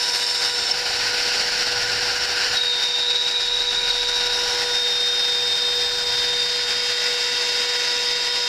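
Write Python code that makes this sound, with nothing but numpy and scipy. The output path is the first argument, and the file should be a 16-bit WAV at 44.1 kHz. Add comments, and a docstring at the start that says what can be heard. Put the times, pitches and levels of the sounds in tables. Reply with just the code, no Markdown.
"""A CNC router mills an aluminium frame close to the microphone, its spindle whining at about 485 turns/s.
The cutter leaves the metal at 0.7 s, the axis motors hum, and it plunges in again at 2.55 s.
From there it vibrates against the work and chatters, first with a rattle, then as a clean squeal.
Around it are the hiss of the cut and the rush of cooling air, with the bed rumbling underneath."""
import sys
import numpy as np
from scipy import signal
from scipy.fft import rfft, irfft
from scipy.io import wavfile
from scipy.ndimage import uniform_filter1d

SR = 44100
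rng = np.random.default_rng(int(sys.argv[2]) if len(sys.argv) > 2 else 0)


def master_out(mix):
    """Clip the mix to full scale and print it as 16-bit PCM to the path in sys.argv[1]."""
    frames = np.transpose(np.atleast_2d(mix))
    ceiling = np.clip(frames, -1, 1)
    pcm = np.round(ceiling * 32767).astype(np.int16)
    wavfile.write(sys.argv[1], SR, pcm)


N = 373958
T = np.arange(N) / SR

# carriage position, which changes how the machine radiates: t/s, place along the frame/0-1
CARRIAGE = [(0, 0.12), (4.2, 0.032), (4.65, 0.31), (4.9, 0.37), (6.0, 0.53), (6.7, 0.87), (8.48, 0.93)]
# spindle whine: t/s, level/dB of orders 1, 2, 3
WHINE_DB = [(0, -42, -38, -46), (.8, -39.5, -44.5, -47), (1.2, -38, -49, -56), (1.8, -38, -44, -40),
            (2.6, -39.5, -48, -51), (2.85, -40.5, -42.5, -48), (3.7, -39, -42.5, -47),
            (4.6, -34.5, -37.5, -39), (4.9, -37, -47, -49), (6.2, -36, -43, -48), (6.9, -36, -48.5, -40),
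            (7.45, -36, -42.5, -40.5), (8.48, -38, -39.5, -41.5)]
# bearing and motor tones: f/spindle speed
BEARING_RATIOS = [.799, .821, 3.582, 3.641, 4.0, 4.582, 5.0, 10.582, 11.993, 14.6]
# one row a tone: level/dB at the frame's start, middle, end
BEARING_LEVELS = [(-60, -63, -60), (-55.5, -53, -63), (-48, -52, -58), (-51.5, -47, -45), (-55, -53, -39),
                  (-46, -50.5, -39), (-64, -51, -53), (-57, -36, -35), (-56, -47, -50), (-63, -64, -52)]
# force of the edge on the metal in each cut: t/s, level/dB
FIRST_FORCE = [(0, -0.5), (.3, 1), (.72, -1), (.735, -22), (.82, -40)]
SECOND_FORCE = [(2.5, -40), (2.55, -10), (2.59, -5), (2.85, -3.5), (3.4, 2), (4.15, 0), (4.55, -4.5),
                (4.8, -18), (8.48, -9.5)]
# harmonics of the edge's blows: f/spindle speed
BLOW_ORDERS = [5, 6, 7, 8, 9, 10, 11, 13, 15, 17]
# one row a harmonic: level/dB at unit force in the first cut, in the second
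BLOW_LEVELS = [(-56, -45.5), (-41, -57), (-47, -45), (-36.5, -36), (-38, -49), (-34.5, -41), (-29.5, -40),
               (-44.5, -51.5), (-50, -63), (-48, -65)]
# bands rung by the tearing chips: modes of cutter and frame, and a further band just above the 5356 Hz one:
# f/Hz, width/Hz, level/dB at # unit force in the first cut, in the second
RINGING_BANDS = [(3680, 35, -32.5, -54), (3780, 24, -50, -31.5), (3826, 25, -47, -27), (5356, 80, -33, -55),
                 (5420, 50, -38, -60), (6260, 160, -56, -53), (7200, 310, -42, -52), (8320, 190, -47.5, -62),
                 (10500, 160, -54.5, -61.5)]
# the edge catches and one mode rings: t/s, half-length/s, f/Hz, level/dB
EDGE_CATCHES = [(.716, 0.005, 5340, -15), (2.577, 0.0049, 3840, -18), (2.62, .005, 3810, -19),
                (2.67, 0.0045, 3780, -26), (3.158, 0.01, 3840, -20), (3.91, .01, 3785, -17),
                (7.48, .06, 6200, -41), (7.847, .05, 6200, -38)]
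# chatter pitch, dropping as the cutter sinks in, then creeping up: t/s, f/Hz
CHATTER_PITCH = [(2.52, 3960), (2.58, 3738), (2.69, 3734), (2.74, 3677), (4.2, 3680), (4.8, 3688),
                 (5.6, 3675), (6.42, 3679), (6.75, 3692), (8.48, 3696)]
# chatter strength: t/s, level/dB
CHATTER_LEVEL = [(2.5, -70), (2.57, -23), (3.3, -28), (4.0, -28), (4.62, -33.5), (4.76, -22), (5.7, -23.5),
                 (6.03, -28.5), (6.15, -24.5), (6.43, -24), (6.55, -29), (8.48, -29)]
# chatter sidebands, each at the sum of: multiple of the chatter pitch, multiple of the spindle speed
SIDEBAND_ORDERS = [(1, -2), (1, -1), (1, 1), (1, 2), (1, 5), (1, 7), (2, 0), (2, 1), (2, 2), (3, 4), (3, 6)]
# one row a sideband: relative level/dB at the frame's start, middle, end
SIDEBAND_LEVELS = [(-6, -11, 2.5), (-9, -7, -0.5), (1.5, -0.5, 0), (2.5, -2.5, 4), (-8, -26, -18),
                   (-10, -16, -23), (-22, -11.5, -8), (-21, -16, -27), (-28, -13, -22), (-45, -24, -45),
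                   (-38, -20, -43)]
# noise at the cutter: t/s, relative hiss level/dB, spray level/dB
CHIP_LEVELS = [(0, -24, -43), (.3, -33, -43.5), (.75, -29.5, -55), (1.3, -28, -58), (2.57, -28, -57),
               (2.59, -37, -58), (2.85, -33, -57), (3.6, -34.5, -59), (4.0, -31.5, -52), (4.5, -26, -48),
               (5.1, -28, -56), (5.8, -26.5, -61), (6.35, -26, -51.5), (8.48, -26, -51.5)]
# chips scrape in the slot: t/s, half-length/s, lift/dB
CHIP_SCRAPES = [(.714, .008, 1.5), (2.83, 0.053, 3.5), (3.276, 0.016, 4), (3.9, .02, 1.5)]
# rush of cooling air: t/s, relative level/dB
AIR_LEVEL = [(0, -31.5), (.55, -30.5), (1.1, -27), (2.0, -28), (2.57, -27), (2.59, -33), (3.5, -34.5),
             (4.1, -32.5), (4.6, -28.5), (4.8, -31.5), (6.05, -31.5), (6.22, -29), (6.45, -32), (6.75, -30),
             (8.48, -31.5)]
# broad colour of the rush as picked up, with a dull gap around 11-13 kHz from microphone and recorder:
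# f/Hz, relative level/dB
PICKED_UP_COLOUR = [(20, -3), (50, -13.5), (120, -10), (200, -10.5), (340, -9), (450, -4.5), (1000, -2),
                    (2000, 3), (4200, 3), (5600, 2), (6300, -9.5), (8500, -15), (10400, -19.5),
                    (11400, -29), (14200, -21)]
# resonances and hollows of housing and bed: f/Hz, width/Hz, gain/dB at the frame's start, middle, end
HOUSING_BANDS = [(768, 130, 6, 4, -1), (1140, 180, -7.5, -5.5, -4.5), (1342, 125, -8.5, -7, -3.5),
                 (1442, 264, 8, 4, 0.5), (1990, 210, 0.5, 2, 5), (2240, 600, -2, -4.5, -2),
                 (2860, 330, 3, -4.5, 1.5), (3344, 400, -7, -0.5, -1.5), (4680, 780, 6, -1.5, 0),
                 (6320, 180, 8, 4.5, 9), (6280, 840, -5, 1, 2.5), (7000, 450, 6.5, 3.5, 4.5),
                 (7600, 1300, 2, 1, 5)]
# a hand reaches in under the frame: t/s, nearness/0-1
HAND_NEARNESS = [(0, 0.3), (.7, 0), (1.2, 0), (1.8, 1), (2.4, 1), (2.75, 0.3), (8.48, 0.03)]
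# bands it throws toward the microphone: f/Hz, width/Hz, gain/dB when nearest
HAND_REFLECTIONS = [(300, 270, 2), (1580, 460, 3)]
# axis motors on the move: start t/s, end t/s, f/Hz, level/dB
AXIS_MOVES = [(0.883, 1.13, 98, -47.5), (1.65, 2.15, 110, -48), (2.2, 2.5, 85, -53), (3.4, 4.55, 28, -46.5)]
# the bed's rumble swells as it is moved or handled: t/s, half-length/s, level/dB
BED_SWELLS = [(.7, .25, -58), (1.95, 0.38, -50.5), (4.1, 1, -55.5), (6.05, 0.58, -51.5)]
# resonance of the hiss at even steps along the frame: f/Hz, then width/Hz
HISS_HZ, HISS_WIDTH_HZ = (5400, 5350, 5020, 4800, 5120), (640, 680, 600)


def spindle(turns, place):
    """Imbalance and fan give the low orders of the whine; the bearings add tones between and above."""
    whine = sum(amp(db) * tone(k * turns, waver=0.11) for k, db in enumerate(curve(WHINE_DB), 1))
    bearings = sum(amp(along(place, db)) * tone(k * turns, waver=0.31)
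                   for k, db in zip(BEARING_RATIOS, BEARING_LEVELS))
    return whine + bearings


def spindle_speed(free_hz=487.5, leaves_s=0.72, plunges_s=2.55, settle_s=0.12):
    """Turns per second: each cut drags the spindle down, and its inertia smooths the change."""
    first_sag_hz = 1.8 * np.exp(-np.maximum(T - leaves_s, 0) / settle_s)
    second_sag_hz = 2.3 * (1 - np.exp(-np.maximum(T - plunges_s, 0) / settle_s))
    return free_hz - first_sag_hz - second_sag_hz + 0.2217 * drift(4.27)


def cutting(turns, first, second, bite, mains, ripple=0.19):
    """The edge strikes once a turn: rippling harmonics, and tearing chips that ring cutter and frame."""
    blows = sum((first * amp(db1) + second * amp(db2)) * tone(k * turns, waver=0.35)
                for k, (db1, db2) in zip(BLOW_ORDERS, BLOW_LEVELS))
    tearing = bite * rng.standard_normal(N)
    ringing = sum((first * amp(db1) + second * amp(db2)) * ring(tearing, hz, width)
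                  for hz, width, db1, db2 in RINGING_BANDS)
    catches = sum(amp(db) * swell(s, half_s) * tone(hz * T, waver=0.14)
                  for s, half_s, hz, db in EDGE_CATCHES)
    return blows * (1 + ripple * mains) + ringing + bite * catches


def chatter(turns, place, force, jitter_hz=3.6, wander_hz=3):
    """The cutter vibrates by itself near its bending mode; its rotation adds sidebands."""
    level_db = curve(CHATTER_LEVEL)[0]
    pitch_hz = curve(CHATTER_PITCH)[0] + jitter_hz * drift(26) + wander_hz * drift(3)
    cycles = np.cumsum(pitch_hz) / SR
    squeal = tone(cycles, waver=0.095)
    sidebands = sum(amp(along(place, db)) * tone(m * cycles + k * turns, waver=0.18)
                    for (m, k), db in zip(SIDEBAND_ORDERS, SIDEBAND_LEVELS))
    # the harder the cut, the weaker the sidebands and the rougher the chatter
    sidebands_db = np.minimum(level_db, -37.5 - 3 * force)
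    roughness = 0.082 + 0.22 * force
    grip = (1 + roughness * drift(81)) / np.sqrt(1 + roughness ** 2)
    return grip * (amp(level_db) * squeal + amp(sidebands_db) * sidebands)


def hiss(place, gain_db=-2):
    """Noise at the cutter, through a broad resonance that shifts as the carriage travels."""
    t, f, noise = noise_grid()
    place = np.interp(t, T, place)[:, None]
    detuning = (f - along(place, HISS_HZ)) / along(place, HISS_WIDTH_HZ)
    peak = 1 / (1 + (1.68 * detuning) ** 2) ** 1.2
    peak /= np.linalg.norm(peak, axis=1, keepdims=True)
    return amp(curve(CHIP_LEVELS)[0] + gain_db) * unit(waveform(noise * peak))


def spray(centre_hz=9000, width_hz=6500, patchy_db=2):
    """Fine chips and air fizz above the hiss."""
    _, f, noise = noise_grid()
    band = 1 / (1 + (2 * (f - centre_hz) / width_hz) ** 4)
    fizz = waveform(noise * band * amp(patchy_db * patches(noise.shape)))
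    return amp(curve(CHIP_LEVELS)[1]) * unit(fizz)


def cooling_air(place, gain_db=4, patchy_db=0.78):
    """The fan's rush as the microphone picks it up, coloured by housing, bed and the passing hand."""
    t, f, noise = noise_grid()
    place = np.interp(t, T, place)[:, None]
    nearness = curve(HAND_NEARNESS, t)[0][:, None]
    colour_hz, colour_db = np.transpose(PICKED_UP_COLOUR)
    broad_db = np.interp(np.log(f + 1), np.log(colour_hz), colour_db)
    housing_db = sum(along(place, db) * bell(f, hz, width) for hz, width, *db in HOUSING_BANDS)
    hand_db = nearness * sum(db * bell(f, hz, width) for hz, width, db in HAND_REFLECTIONS)
    rush = waveform(noise * amp(broad_db + housing_db + hand_db + patchy_db * patches(noise.shape)))
    return amp(curve(AIR_LEVEL)[0] + gain_db) * unit(rush)


def air_and_chips(place, load, throb_hz=6.69):
    """Air, hiss and spray throb together, deeper under load, and rise when a chip scrapes."""
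    throb_db = (0.3 + 0.7 * load) * np.cos(2 * np.pi * throb_hz * T)
    scrape_db = sum(db * swell(s, half_s) for s, half_s, db in CHIP_SCRAPES)
    flutter_db = (0.97 + 0.55 * load) * drift(28)
    spurt_db = (0.55 + 0.55 * load) * drift(25)
    air = amp(flutter_db) * cooling_air(place)
    chips = amp(0.92 * flutter_db + spurt_db) * (hiss(place) + spray())
    return amp(throb_db + scrape_db) * (air + chips)


def axis_motors():
    """The axis motors hum while they move."""
    hum = np.zeros(N)
    for start, end, hz, db in AXIS_MOVES:
        progress = np.clip((T - start) / (end - start), 0, 1)
        arch = np.sqrt(np.sin(np.pi * progress).clip(0))
        hum += amp(db) * arch * tone(hz * T, waver=0.12)
    return hum


def bed_rumble(band_hz=(15, 130), floor_db=-64):
    """The bed rumbles in the background, and swells as it is moved or handled."""
    band = signal.butter(2, band_hz, "band", fs=SR, output="sos")
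    rumble = unit(signal.sosfilt(band, rng.standard_normal(N)))
    swells = sum(amp(db) * swell(s, half_s) for s, half_s, db in BED_SWELLS)
    return (amp(floor_db) + swells) * rumble


def amp(db):
    """Decibels to gain."""
    return 10 ** (np.asarray(db) / 20)


def unit(x):
    """Scales to an rms of 1."""
    return x / np.sqrt(np.mean(x ** 2) + 1e-20)


def curve(rows, t=T):
    """Each column of a table, joined by straight lines in time."""
    times, *columns = np.transpose(rows)
    return [np.interp(t, times, column) for column in columns]


def along(place, values):
    """Reads values set at even steps from the start of the frame to its end."""
    return np.interp(place, np.linspace(0, 1, len(values)), values)


def swell(s, half_s):
    """A bell of height 1 in time, down to 1/e at half_s either side."""
    return np.exp(-((T - s) / half_s) ** 2)


def bell(f, centre, width):
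    """A bell of height 1 along the frequency axis."""
    return 2 ** -((2 * (f - centre) / width) ** 2)


def drift(hz, points=2 ** 14, rate_hz=1500):
    """Slow random motion of unit rms, up to about hz."""
    f = np.fft.rfftfreq(points, 1 / rate_hz)
    slow = irfft(rfft(rng.standard_normal(points)) / (1 + (f / hz) ** 4))
    return unit(np.interp(T * rate_hz, np.arange(points), slow))


def tone(cycles, waver):
    """A tone of unit rms whose level and phase waver as the room's paths to the microphone shift."""
    angle = 2 * np.pi * cycles
    carrier = (1 + waver * drift(13.4)) * np.cos(angle + 2 * np.pi * rng.random())
    return unit(carrier + waver * drift(10.6) * np.sin(angle))


def ring(x, hz, width):
    """A steep resonance, scaled to unit rms."""
    b, a = signal.iirpeak(hz, hz / (1.53 * width), SR)
    return unit(signal.lfilter(b, a, signal.lfilter(b, a, x)))


def noise_grid():
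    """Times, bin frequencies and random short-time spectra."""
    t = np.arange(N // 256 + 5) * 256 / SR
    f = np.fft.rfftfreq(1024, 1 / SR)
    shape = len(t), len(f)
    return t, f, rng.standard_normal(shape) + 1j * rng.standard_normal(shape)


def patches(shape, steps=6, bins=14):
    """Random patches of unit rms in time and frequency."""
    field = uniform_filter1d(rng.standard_normal(shape), steps, axis=0)
    return unit(uniform_filter1d(field, bins, axis=1))


def waveform(spectra):
    """Joins short-time spectra into a waveform."""
    return signal.istft(spectra.T, nperseg=1024, noverlap=768)[1][:N]


def scene():
    """The whole machine at one close microphone."""
    turns = np.cumsum(spindle_speed()) / SR
    place = curve(CARRIAGE)[0]
    first, second = amp(curve(FIRST_FORCE)[0]), amp(curve(SECOND_FORCE)[0])
    load = np.clip(first + second, 0, 1)
    # under load the noise pulses once a turn, and with the mains ripple in the motor's torque
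    mains = np.cos(2 * np.pi * 100 * T)
    bite = unit(1 + load * (0.26 * np.cos(2 * np.pi * turns) + 0.094 * mains))
    noise = bite * air_and_chips(place, load)
    whine = spindle(turns, place)
    cut = cutting(turns, first, second, bite, mains) + chatter(turns, place, second)
    return (whine + cut + noise + axis_motors() + bed_rumble())[None]


def record(dry):
    """The recorder passes the microphone's signal up to 14250 Hz."""
    lowpass = signal.firwin(511, 14250, window=("kaiser", 9), fs=SR)
    return signal.oaconvolve(dry, lowpass[None], "same")


dry = scene()
out = record(dry)
master_out(out)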